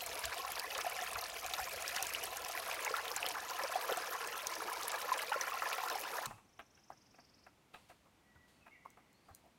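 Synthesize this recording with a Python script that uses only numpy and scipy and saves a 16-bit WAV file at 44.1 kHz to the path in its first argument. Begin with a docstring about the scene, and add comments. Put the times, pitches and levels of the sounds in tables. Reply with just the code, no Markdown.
"""Woodland stream and quiet wood

A shallow stream trickles over rocks: clumps of bubbles, single ringing bubbles and spits, each a short
decaying sine of rising pitch, over a wash of noise coloured by the bed. A breeze adds low-pitched noise.
The water stops at once; a short tail of filtered noise fades into the still air of a wood, a noise with
more bass than treble. Gritty impulses through resonators make soft knocks, beside sharp ticks and dry
rustles; swept sines with echoes make a small bird's trill and far whistling birds.
"""
import sys
import numpy as np
from scipy import signal
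from scipy.fft import rfft, irfft, next_fast_len
from scipy.io import wavfile
from scipy.ndimage import uniform_filter1d

SR = 44100
rng = np.random.default_rng(int(sys.argv[2]) if len(sys.argv) > 2 else 0)


def pcm_store(signal):
    """Save signal as 16-bit PCM."""
    levels = np.round(np.clip(np.atleast_2d(signal), -1, 1) * 32767)
    wavfile.write(sys.argv[1], SR, levels.astype(np.int16).T)


N = 422478
TIME = np.arange(N) / SR
STOP_S = 6.267  # the water stops


def gain_of(db):
    """Decibel law: a level in dB becomes an amplitude factor."""
    return 10 ** (np.asarray(db) / 20)


def evened(x):
    """Power normalisation: scales to rms 1."""
    return x / np.sqrt(np.mean(x ** 2) + 1e-20)


def peaked(x):
    """Amplitude normalisation: scales to peak 1."""
    return x / (abs(x).max() + 1e-20)


def read(points, hz):
    """Interpolation of a spectrum table on a log-frequency axis."""
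    f, value = np.transpose(points)
    return np.interp(np.log(hz + 1), np.log(f + 1), value)


def curve(rows):
    """Linear interpolation of a control curve at every sample."""
    return np.interp(TIME, *np.transpose(rows))


def add(mix, s, sound):
    """Superposition: lays a sound into the mix, in place, at time s."""
    part = mix[max(round(s * SR), 0):][:len(sound)]
    part += sound[:len(part)]


def colour(x, db_at):
    """Linear filtering: a rule gives the gain in dB at each frequency."""
    size = next_fast_len(len(x) + 2048)
    gains = gain_of(db_at(np.fft.rfftfreq(size, 1 / SR)))
    return irfft(rfft(x, size) * gains, size)[:len(x)]


def noise(points, size=N):
    """Filtered random noise of rms 1 with the given spectrum."""
    return evened(colour(rng.standard_normal(size), lambda hz: read(points, hz)))


def drift(length_s):
    """Low-passed noise: slow random change of rms 1, the slower the longer length_s."""
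    return evened(colour(rng.standard_normal(N), lambda hz: -20 * np.log10(1 + (hz * length_s * 2) ** 2)))


def echo(x, t60s, delay):
    """Reverberation: sparse reflections of total energy 1, each band decaying at its own rate."""
    taps = rng.standard_normal(SR) * (rng.random(SR) < .05)
    hz, t, bands = signal.stft(taps, SR, nperseg=256)
    decay = gain_of(-60 * t / read(t60s, hz)[:, None])
    tail = signal.istft(bands * decay, SR, nperseg=256)[1]
    tail = np.concatenate([np.zeros(round(delay * SR)), tail])
    return signal.oaconvolve(x, tail / np.linalg.norm(tail))[:N]


def bubble(hz, cycles, rise, onset=0.51):
    """Bubble resonance: trapped air swells over `onset` cycles, rings, and climbs in pitch near the surface."""
    age = np.arange(int(2.6 * cycles * SR / hz) + 2) * hz / (cycles * SR)  # 1 = `cycles` periods
    turns = cycles * age * (1 + rise * (age - 1) / 2)
    swell = (1 - np.exp(-turns / onset)) ** 1.44
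    return np.sin(2 * np.pi * turns) * swell * np.exp(-age ** 2)


def supply(count):
    """Jittered regular process: a steady supply of splashes (t/s, force 0-1) until the water stops."""
    jitter, force = rng.random(size=(count, 2)).T
    slots = (np.arange(count) + 9 * jitter) % count
    return np.column_stack([STOP_S * slots / count, force])


def splashes(events, low_hz, high_hz, scatter, cycles, swell, rise, spread_s, splash_db, bubble_db, size):
    """Clustered bubble resonances: each splash sheds bubbles of related pitch within milliseconds."""
    out = np.zeros(N)
    for s, force in events:
        centre_hz = low_hz * (high_hz / low_hz) ** rng.random()
        detune, loud, ring = np.clip(rng.standard_normal((3, size)), -1.7, 1.7)
        delays = spread_s * rng.gamma(2, 1, size) * np.exp(.5 * rng.standard_normal())
        pitches = np.minimum(centre_hz * np.exp(scatter * detune), SR / 2)
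        # the cube leaves most splashes weak
        levels = gain_of(splash_db * force ** 3 + bubble_db * loud) * np.sqrt(pitches)
        lengths = cycles * np.exp(0.52 * ring)
        for delay, hz, level, length in zip(delays, pitches, levels, lengths):
            add(out, s + delay, level * bubble(hz, length, rise, onset=swell * length))
    return out


def flattened(x):
    """Spectral whitening: removes the broad tilt so that a spectrum table can set it."""
    size = next_fast_len(N)
    spectrum = rfft(x, size)
    power = uniform_filter1d(abs(spectrum) ** 2, size=2400)
    return irfft(spectrum / np.sqrt(abs(power) + power.max() / 1e4), size)[:N]


def rocky_bed(water, bed):
    """Cavity resonance: a bed colours the water, and its hollows wander in pitch as the water sloshes."""
    # hollows between the rocks favour or weaken some pitches: f/Hz, width/Hz, gain/dB
    hollow_modes = [(325, 33, 6), (723, 18, -2.5), (1020, 53, 8), (1152, 74, -3.5), (1230, 66, 6),
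                    (1725, 140, 5.5), (2100, 150, -1), (6630, 350, 1)]
    slosh_shift, slosh_s = 0.063, 0.11  # share of the pitch, dwell in s

    def tuned(hz):
        return read(bed, hz) + sum(db * np.exp(-((hz - f) / width) ** 2) for f, width, db in hollow_modes)

    slosh = np.tanh(drift(slosh_s))
    out = np.zeros(N)
    for step in (-1, 0, 1):  # crossfade between three tunings
        share = np.maximum(1 - abs(slosh - step), 0)
        out += share * evened(colour(water, lambda hz: tuned(hz * (1 + step * slosh_shift))))
    return evened(out)


def stream():
    """Superposed bubble resonances: babble, fizz and droplets, with a noise wash, filtered by the bed."""
    # water at the shallow edge, and at the fuller run between the rocks: f/Hz, relative level/dB per Hz
    shallow_bed = [(120, -57), (200, -16), (258, -32.5), (455, -8.5), (621, -8), (693, 5.5), (848, -13.5),
                   (1270, -8.5), (1610, -12), (2450, -5.5), (3460, -13), (5470, -13), (7600, -19.5),
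                   (11600, -16), (15800, -24.5)]
    full_bed = [(120, -55), (200, -32), (481, 1.5), (621, -3), (999, 4), (1160, -3), (1270, 3.5),
                (1580, -3.5), (2450, -7), (3460, -12.5), (5890, -11), (7740, -20), (11200, -16.5),
                (15800, -19.5)]
    # how much of the fuller run is heard: t/s, share 0-1
    full_share = [(0, 0.25), (2.2, 0.12), (2.9, 0.59), (6.3, 0.7)]
    # strength of the flow: t/s, level/dB
    flow_level = [(0, -44.5), (0.55, -46), (0.85, -45), (1.35, -46.5), (1.95, -43.5), (2.5, -45.5),
                  (2.9, -43.5), (3.5, -45), (3.95, -42.5), (4.35, -44.5), (4.85, -44), (5.9, -43),
                  (6.25, -43.5)]
    babble = splashes(supply(count=950), low_hz=330.3, high_hz=3485, scatter=0.3108, cycles=4.85,
                      swell=0.35, rise=0.071, spread_s=.006, splash_db=5.5, bubble_db=1.5, size=4)
    fizz = splashes(supply(count=1400), low_hz=4260, high_hz=12000, scatter=0.383, cycles=3.2,
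                    swell=0.49, rise=0.011, spread_s=.0017, splash_db=14, bubble_db=4.5, size=8)
    droplets = splashes(supply(count=1500), low_hz=2612, high_hz=13920, scatter=0.1515, cycles=8.8,
                        swell=0.5, rise=0.025, spread_s=.003, splash_db=7, bubble_db=4.0, size=2)
    spray = evened(fizz) * gain_of(5.5) + evened(droplets) * gain_of(-0.5)
    spurts = gain_of(1.5 * drift(0.019))  # uneven spurts: depth in dB, length in s
    wash = evened(rng.standard_normal(N)) * gain_of(-4.0)
    water = evened(flattened(evened(babble) + spray * spurts)) + wash * spurts
    share = np.clip(curve(full_share), 0, 1)
    mixed = (1 - share) * rocky_bed(water, shallow_bed) + share * rocky_bed(water, full_bed)
    return gain_of(curve(flow_level)) * mixed


def gurgle(length, hz, scatter, cycles, fade_db, size):
    """Air-pocket break-up: a quick run of overlapping bubbles, with the energy of rms 1 over `length` s."""
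    out = np.zeros(SR // 4)
    when = (np.arange(size) + rng.random(size)) / size
    pitches = hz * np.exp(scatter * rng.permutation(np.linspace(-1, 1, size)))
    loud, ring = rng.uniform(-1.9, 1, (2, size))
    for u, pitch, db, turns in zip(when, pitches, 4 * loud, cycles * np.exp(0.46 * ring)):
        level = gain_of(db + fade_db * u)
        add(out, (u - when[0]) * length * .85, level * bubble(pitch, turns, .05, onset=0.36))
    return out * np.sqrt(length * SR / np.sum(out ** 2))


def snap(hz, cycles, crack, crack_s):
    """Impulsive excitation: a very short ring with a crack of noise, peak 1."""
    t = np.arange(1500) / SR
    envelope = t / crack_s * np.exp(1 - t / crack_s)  # peaks at crack_s
    out = crack * noise([(700, 1.5), (2500, 2.5), (15000, 6.5)], size=len(t)) * envelope
    add(out, 0, bubble(hz, cycles, 0.013, onset=2.7))
    return peaked(out)


def near_drops():
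    """Bubble resonances close by: single ones with a plash of noise, runs, and spits with spray."""
    # single ringing bubbles: t/s, peak level/dB, f/Hz, ring/cycles (at least 1 is used)
    single_rows = [(0.322, -41, 1020, 5.6), (0.447, -34, 1060, 6), (0.788, -28, 1210, 2.3),
                   (0.845, -33, 770, 3.5), (0.863, -29.5, 704, 8), (1.018, -35, 710, 10),
                   (1.157, -32, 1370, 3.5), (1.962, -26, 2000, 1.1), (2.147, -26, 2850, 7.2),
                   (2.574, -37, 1930, 10), (2.868, -34, 950, 5.2), (2.876, -31.5, 2170, 15),
                   (2.906, -37, 470, 5.6), (2.939, -25, 1340, 7), (2.982, -35, 1370, 7.8),
                   (3.228, -24, 2620, 4.2), (3.636, -35, 567, 8.4), (3.755, -25, 737, 7.6),
                   (3.891, -36, 570, 11), (3.917, -29.5, 462, 3.4), (3.973, -34, 720, 8.8),
                   (5.092, -30, 1230, 3.6), (5.117, -23, 1014, 9.3), (5.319, -30, 800, 2.4),
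                   (5.341, -33, 1370, 9.5), (5.359, -31, 552, 3.8), (5.41, -26.5, 5950, 17),
                   (5.413, -34.5, 1840, 12), (5.519, -31.5, 1190, 7.7), (5.62, -29.5, 1270, 9.3),
                   (5.662, -32.5, 930, 4.9), (5.835, -32, 1030, 3.9), (5.954, -31, 780, 5.5)]
    # runs of bubbles: t/s, length/s, level/dB, middle f/Hz
    gurgle_rows = [(0.32, 0.032, -44.5, 1430), (0.564, 0.029, -46, 1290), (0.749, 0.011, -41, 3150),
                   (0.757, 0.041, -46, 970), (0.972, 0.038, -53, 2240), (1.155, 0.023, -42.5, 1390),
                   (1.536, 0.013, -42.5, 3950), (1.583, 0.038, -41.5, 1160), (1.962, 0.03, -47, 1830),
                   (2.148, 0.023, -46, 3250), (2.685, 0.04, -45, 1330), (2.864, 0.022, -41, 1405),
                   (2.988, 0.041, -46, 1540), (3.166, .025, -44.5, 1410), (3.252, 0.058, -46.5, 3220),
                   (3.357, 0.045, -45.5, 1160), (3.587, 0.03, -42.5, 1000), (3.636, 0.026, -44, 910),
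                   (3.695, 0.017, -46, 886), (3.89, 0.033, -38.5, 796), (4.149, 0.019, -42, 1270),
                   (4.618, 0.017, -44, 1070), (4.935, 0.025, -44, 932), (5.13, 0.027, -48, 1500),
                   (5.189, 0.013, -39.5, 2070), (5.318, 0.031, -37.5, 1620), (5.471, 0.018, -44.5, 1100),
                   (5.619, 0.02, -41, 1510), (5.723, 0.028, -47.5, 3330), (5.781, 0.015, -39, 1180),
                   (5.901, 0.026, -41.5, 950), (6.181, 0.022, -43.5, 1096)]
    # the sharpest bursting drops: t/s, peak level/dB, f/Hz
    spit_rows = [(0.0622, -25.5, 7850), (0.254, -23.5, 7560), (0.379, -32, 8650), (0.519, -27.5, 11500),
                 (0.5953, -24, 4800), (0.779, -26.5, 6800), (1.1315, -30, 8500), (1.4625, -26, 6600),
                 (1.5359, -23.5, 3700), (1.6005, -30.5, 7740), (1.8225, -28, 7100), (1.8782, -24, 5430),
                 (1.963, -21.5, 5660), (2.025, -19, 6000), (2.068, -26, 7050), (2.136, -27, 10600),
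                 (2.3692, -28, 6400), (2.4475, -29, 5600), (2.5742, -25.5, 2300), (2.8476, -22.5, 6740),
                 (2.9647, -29.5, 3850), (3.0794, -27.5, 3600), (3.115, -27.5, 5150), (3.163, -21, 7200),
                 (3.263, -22, 3130), (3.2865, -23, 8800), (3.6353, -28, 5240), (3.924, -27, 3160),
                 (3.9715, -28, 8050), (4.273, -28.5, 8600), (4.469, -22.5, 5850), (4.5529, -29, 5900),
                 (4.729, -31, 9600), (4.8313, -25.5, 6200), (4.8806, -24, 10600), (4.917, -27.5, 7240),
                 (5.003, -34, 9000), (5.4114, -28, 5770), (5.729, -24.5, 2620), (5.8987, -26, 5500),
                 (6.0115, -29, 12900), (6.257, -27, 7300)]
    plash_colour = [(250, -28), (600, 6), (2200, 9), (5000, -49), (15000, -49)]  # f/Hz, level/dB per Hz
    out, t = np.zeros(N), np.arange(2500) / SR
    plash_envelope = (1 - np.exp(-t / 0.00084)) * np.exp(-t / 0.062)
    for s, db, hz, cycles in single_rows:
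        add(out, s, gain_of(db - 22.5) * noise(plash_colour, size=len(t)) * plash_envelope)
        add(out, s + 0.001005, gain_of(db) * peaked(bubble(hz, max(cycles, 1), 0.031)))
    for s, length, db, hz in gurgle_rows:
        run = gurgle(length, hz, scatter=0.59, cycles=6.0, fade_db=-9.0, size=11)
        add(out, s, gain_of(db) * run)
    for s, db, hz in spit_rows:
        add(out, s + .0007, gain_of(db) * snap(hz, cycles=4.05, crack=0.14, crack_s=0.00063))
        spray = gurgle(0.017, hz, scatter=0.53, cycles=3.8, fade_db=-38, size=14)
        add(out, s + .002, gain_of(db - 25.5) * spray)
    return out


def fading_tail():
    """Decaying filtered noise: a short tail of narrow noise bands and soft hiss fades from 6.267 s."""
    # narrow noise bands: f/Hz, width/Hz, starting level/dB
    band_rows = [(836, 79, -58), (1066, 130, -55), (1280, 63, -62), (2220, 150, -70), (2640, 130, -62)]
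    out, t = np.zeros(N), np.arange(SR // 2) / SR
    for hz, width, db in band_rows:
        band = colour(rng.standard_normal(len(t)), lambda f: -20 * np.log10(1 + ((f - hz) / width) ** 2))
        add(out, STOP_S, gain_of(db - 60 * t / 0.42) * evened(band))
    hiss = noise([(150, 13), (500, -1), (3000, -4), (6000, -4.0), (9000, -3), (15000, -15)], size=len(t))
    add(out, STOP_S, gain_of(-55.0 - 60 * t / 0.44) * hiss)
    return out


def knocks():
    """Stick-slip and modal resonance: gritty contacts catch twice and ring a case; some clacks and bumps."""
    # soft knocks: t/s, relative level/dB, t60/s (at least 0.03 is used), highest f/Hz, main f/Hz
    knock_rows = [(6.302, -47.5, 0.054, 2000, 830), (6.379, -61, 0.046, 2400, 1180),
                  (6.589, -47.5, 0.074, 3200, 767), (6.772, -66.5, 0.087, 3400, 2240),
                  (6.899, -51.5, 0.08, 1790, 754), (7.14, -62, 0.051, 2600, 775),
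                  (7.182, -57.5, 0.059, 2400, 754), (7.463, -54.5, 0.056, 2300, 1330),
                  (7.736, -51.5, 0.13, 4040, 900), (7.896, -54.5, 0.078, 2490, 655),
                  (8.054, -67, 0.1, 1400, 1130), (8.353, -63, 0.042, 1800, 1440),
                  (8.661, -55.5, 0.088, 2620, 905), (8.85, -54.5, 0.076, 1430, 1100),
                  (8.97, -58.5, 0.075, 1900, 850), (9.282, -58, 0.14, 1700, 765),
                  (9.437, -64.5, 0.18, 900, 740)]
    # modes of the case: f/Hz, width/Hz, relative level/dB
    case_modes = [(730, 64, 1.5), (940, 73, -3), (1260, 190, -4), (1595, 110, -3.5), (1970, 280, -8),
                  (2480, 340, -4.5), (3980, 140, -12)]
    # the hard clack at the heart of two knocks: t/s, peak level/dB, f/Hz
    clack_rows = [(6.9022, -42, 800), (8.8587, -41, 980)]
    # low bumps: t/s, relative level/dB, f/Hz, t60/s
    bump_rows = [(6.267, -45.5, 133, 0.099), (6.269, -51, 220, 0.1), (6.335, -49, 106, 0.11),
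                 (6.592, -71, 117, 0.11), (6.908, -56, 139, 0.078), (8.355, -58, 81.4, .2),
                 (9.306, -49, 87, 0.1)]
    rebound_s, rebound_db = 0.017, -15.5  # the contact slips and catches again
    grit_per_s, grit_db = 1300, 3  # tiny catches, and the spread of their strength
    out, t = np.zeros(N), np.arange(SR // 3) / SR
    case = np.zeros(len(t))
    for k, (hz, width, db) in enumerate(case_modes):
        mode = width * np.exp(-np.pi * width * t) * np.sin(2 * np.pi * hz * t)
        case += gain_of(db) * mode * (-1) ** k
    for s, db, t60, top_hz, main_hz in knock_rows:
        push = peaked((1 - np.exp(-t / .003)) * gain_of(-60 * t / max(t60, .03)))
        add(push, rebound_s, gain_of(rebound_db) * push)
        sizes = rng.choice([-1, 1], len(t)) * gain_of(grit_db * rng.standard_normal(len(t)))
        grit = push * sizes * (rng.random(len(t)) < grit_per_s / SR)
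        main_mode = 90 * np.exp(-t / 0.0052) * np.cos(2 * np.pi * main_hz * t)
        ring = signal.fftconvolve(grit, case + main_mode)[:len(t)]
        body = colour(evened(ring) + gain_of(-3.5) * evened(grit),
                      lambda hz: -10 * np.log10(1 + (hz / top_hz) ** 14))
        contact = evened(body + gain_of(-18.5) * evened(grit))
        add(out, s, gain_of(db) * contact * np.sqrt(np.mean(push ** 2)))
    for s, db, hz in clack_rows:
        add(out, s, gain_of(db) * peaked(bubble(hz, cycles=2.2, rise=0.055, onset=1.8)))
    for s, db, hz, t60 in bump_rows:
        envelope = gain_of(db - 60 * t / t60) * (1 - np.exp(-t / .005))
        add(out, s, envelope * np.sin(2 * np.pi * hz * t))
    return out


def ticks():
    """Impulsive excitation with reverberation: a few sharp ticks and their short echo."""
    # sharp little ticks: t/s, peak level/dB before the final colouring, f/Hz
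    tick_rows = [(8.902, -50, 8200), (9.1282, -54, 8930), (9.347, -36.5, 9000)]
    out = np.zeros(N)
    for s, db, hz in tick_rows:
        add(out, s + 0.0014, gain_of(db) * snap(hz, cycles=6.5, crack=0.55, crack_s=0.00069))
    out += gain_of(-8) * echo(out, [(3000, 0.13), (15000, 0.14)], delay=0.0015)
    return colour(out, lambda hz: read([(3000, -20), (6000, 2.5), (10000, -5.5), (15000, -4)], hz))


def trill(count=23):
    """Frequency modulation: quick upward flicks start ever lower and slow a little, blurred by the trunks."""
    start_s, gap_s, slowing_s = 6.4385, .0422, 0.00026  # first note, first gap, added to each gap
    level_db, fade_in_db, swell_s = -64, -9, 0.2  # the trill swells to full strength
    first_hz, last_hz, top_hz, note_s = 5400, 4220, 6840, 0.02  # first and last starting pitch, flick's end
    out, u = np.zeros(N), np.linspace(0, 1, int(note_s * SR))
    for k, start_hz in enumerate(np.linspace(first_hz, last_hz, count)):
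        age = k * gap_s + k * (k - 1) / 2 * slowing_s
        db = level_db + fade_in_db * np.exp(-age / swell_s) + rng.standard_normal()
        heights = [0.04, 0.23, 0.45, 1, 0.55, 0.15] * gain_of(1.7 * rng.standard_normal(size=6))
        swell = np.interp(u, [0, .2, .45, .72, .88, 1], heights)
        hz = (start_hz + (top_hz - start_hz) * u ** 2.7) * (1 + 0.0084 * rng.standard_normal())
        add(out, start_s + age, gain_of(db) * swell * np.sin(2 * np.pi * np.cumsum(hz) / SR))
    return out + gain_of(-2.5) * echo(out, [(3000, 0.41), (8000, 0.38)], delay=0.003)


def far_bird():
    """Random frequency modulation: husky, wavering notes are blurred by their echo from the trunks."""
    # far whistles: t/s, length/s, start f/Hz, end f/Hz, relative level/dB
    whistle_rows = [(8.16, 0.39, 1930, 1947, -81), (8.391, 0.07, 1980, 1900, -76),
                    (8.49, 0.087, 4500, 4380, -85), (8.575, 0.097, 2740, 2440, -76),
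                    (8.665, 0.096, 2670, 2800, -76), (8.69, 0.08, 2117, 2280, -66.5),
                    (8.728, 0.058, 2200, 1780, -67), (8.815, .07, 2110, 2156, -71),
                    (9.09, 0.12, 4020, 4730, -83), (9.19, 0.12, 4480, 4930, -90),
                    (9.28, .09, 4420, 3900, -83)]
    waver_depth, waver_hz = .022, 350  # share of the pitch, speed
    out = np.zeros(N)
    for s, length, start_hz, end_hz, db in whistle_rows:
        hz = np.linspace(start_hz, end_hz, int(length * SR))
        waver = colour(rng.standard_normal(SR), lambda f: -20 * np.log10(1 + (f / waver_hz) ** 2))
        hz *= 1 + waver_depth * evened(waver)[:len(hz)]
        note = np.hanning(len(hz)) * np.sin(2 * np.pi * np.cumsum(hz) / SR)
        add(out, s, gain_of(db + 9.0) * note)
    near = echo(out, [(2000, 0.14), (5000, 0.32)], delay=0.00303)
    far = echo(out, [(1000, 1.9), (5000, .9)], delay=0.02)
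    return gain_of(-7) * out + gain_of(-1.0) * near + gain_of(-7.5) * far


def rustles():
    """Amplitude-modulated noise: faint dry brushes rise quickly and fade."""
    # faint dry rustles: t/s, level/dB, t60/s
    rustle_rows = [(7.73, -67.5, 1), (7.885, -65.5, 0.21), (8.475, -70.5, 0.72), (8.85, -84, 1.0),
                   (9.24, -76, 0.98), (9.38, -85, .6)]
    # their spectrum: f/Hz, relative level/dB per Hz
    dry_colour = [(2000, 1), (4300, 2), (6000, -6), (9000, -3), (15000, -14)]
    rise_s = 0.0087
    strength, t = np.zeros(N), np.arange(SR) / SR
    for s, db, t60 in rustle_rows:
        add(strength, s, np.minimum(t / rise_s, 1) * gain_of(db - 60 * t / t60))
    return noise(dry_colour) * strength


def breeze():
    """Amplitude-modulated noise: a low rumble of light wind dies down, swelling briefly with each puff."""
    # strength of the breeze: t/s, relative level/dB
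    breeze_level = [(0, -71.5), (1.6, -72.5), (2.3, -69), (2.8, -74.5), (6.2, -84)]
    # puffs: t/s at the height, length/s, relative level/dB
    puff_rows = [(0.107, 0.13, -66), (0.277, 0.09, -57), (1.165, 0.07, -60), (1.483, .14, -64),
                 (1.63, 0.056, -56), (1.767, 0.074, -68)]
    # spectrum of the rumble: f/Hz, relative level/dB per Hz
    rumble_colour = [(18, -20), (30, -15), (44, 6.5), (70, 8.5), (90, 6), (125, -1), (220, -21), (350, -44)]
    strength = gain_of(curve(breeze_level))
    for s, length, db in puff_rows:
        add(strength, s - length / 2, gain_of(db) * np.hanning(int(length * SR)))
    return gain_of(0.5) * noise(rumble_colour) * strength


def still_air():
    """Stationary filtered noise: the still air of the wood."""
    # spectrum of the air: f/Hz, relative level/dB per Hz
    air_colour = [(15, -62), (25, -14), (64, 0), (170, -0.5), (255, 0.5), (473, -7), (881, -6.5),
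                  (1680, -13), (2260, -12), (4950, -20), (5820, -20), (14600, -28), (15800, -35)]
    return gain_of(-70) * noise(air_colour)


def scene():
    """Superposition: the stream with rock reflections and breeze until it stops, and the quiet wood."""
    water = stream() + near_drops()
    water += gain_of(-15.0) * echo(water, [(300, 0.035), (3000, 0.078), (15000, 0.0058)], delay=.003)
    running = np.clip((STOP_S - TIME) / 0.0013, 0, 1)
    contacts = knocks() + ticks() + rustles()
    birds = trill() + far_bird()
    return ((water + breeze()) * running + fading_tail() + contacts + birds + still_air())[None]


def record(dry):
    """Band limitation: a linear-phase low-pass filter at 16050 Hz."""
    lowpass = signal.firwin(511, 16050, window=("kaiser", 9), fs=SR)
    return signal.oaconvolve(dry, lowpass[None], "same")


dry = scene()
out = record(dry)
pcm_store(out)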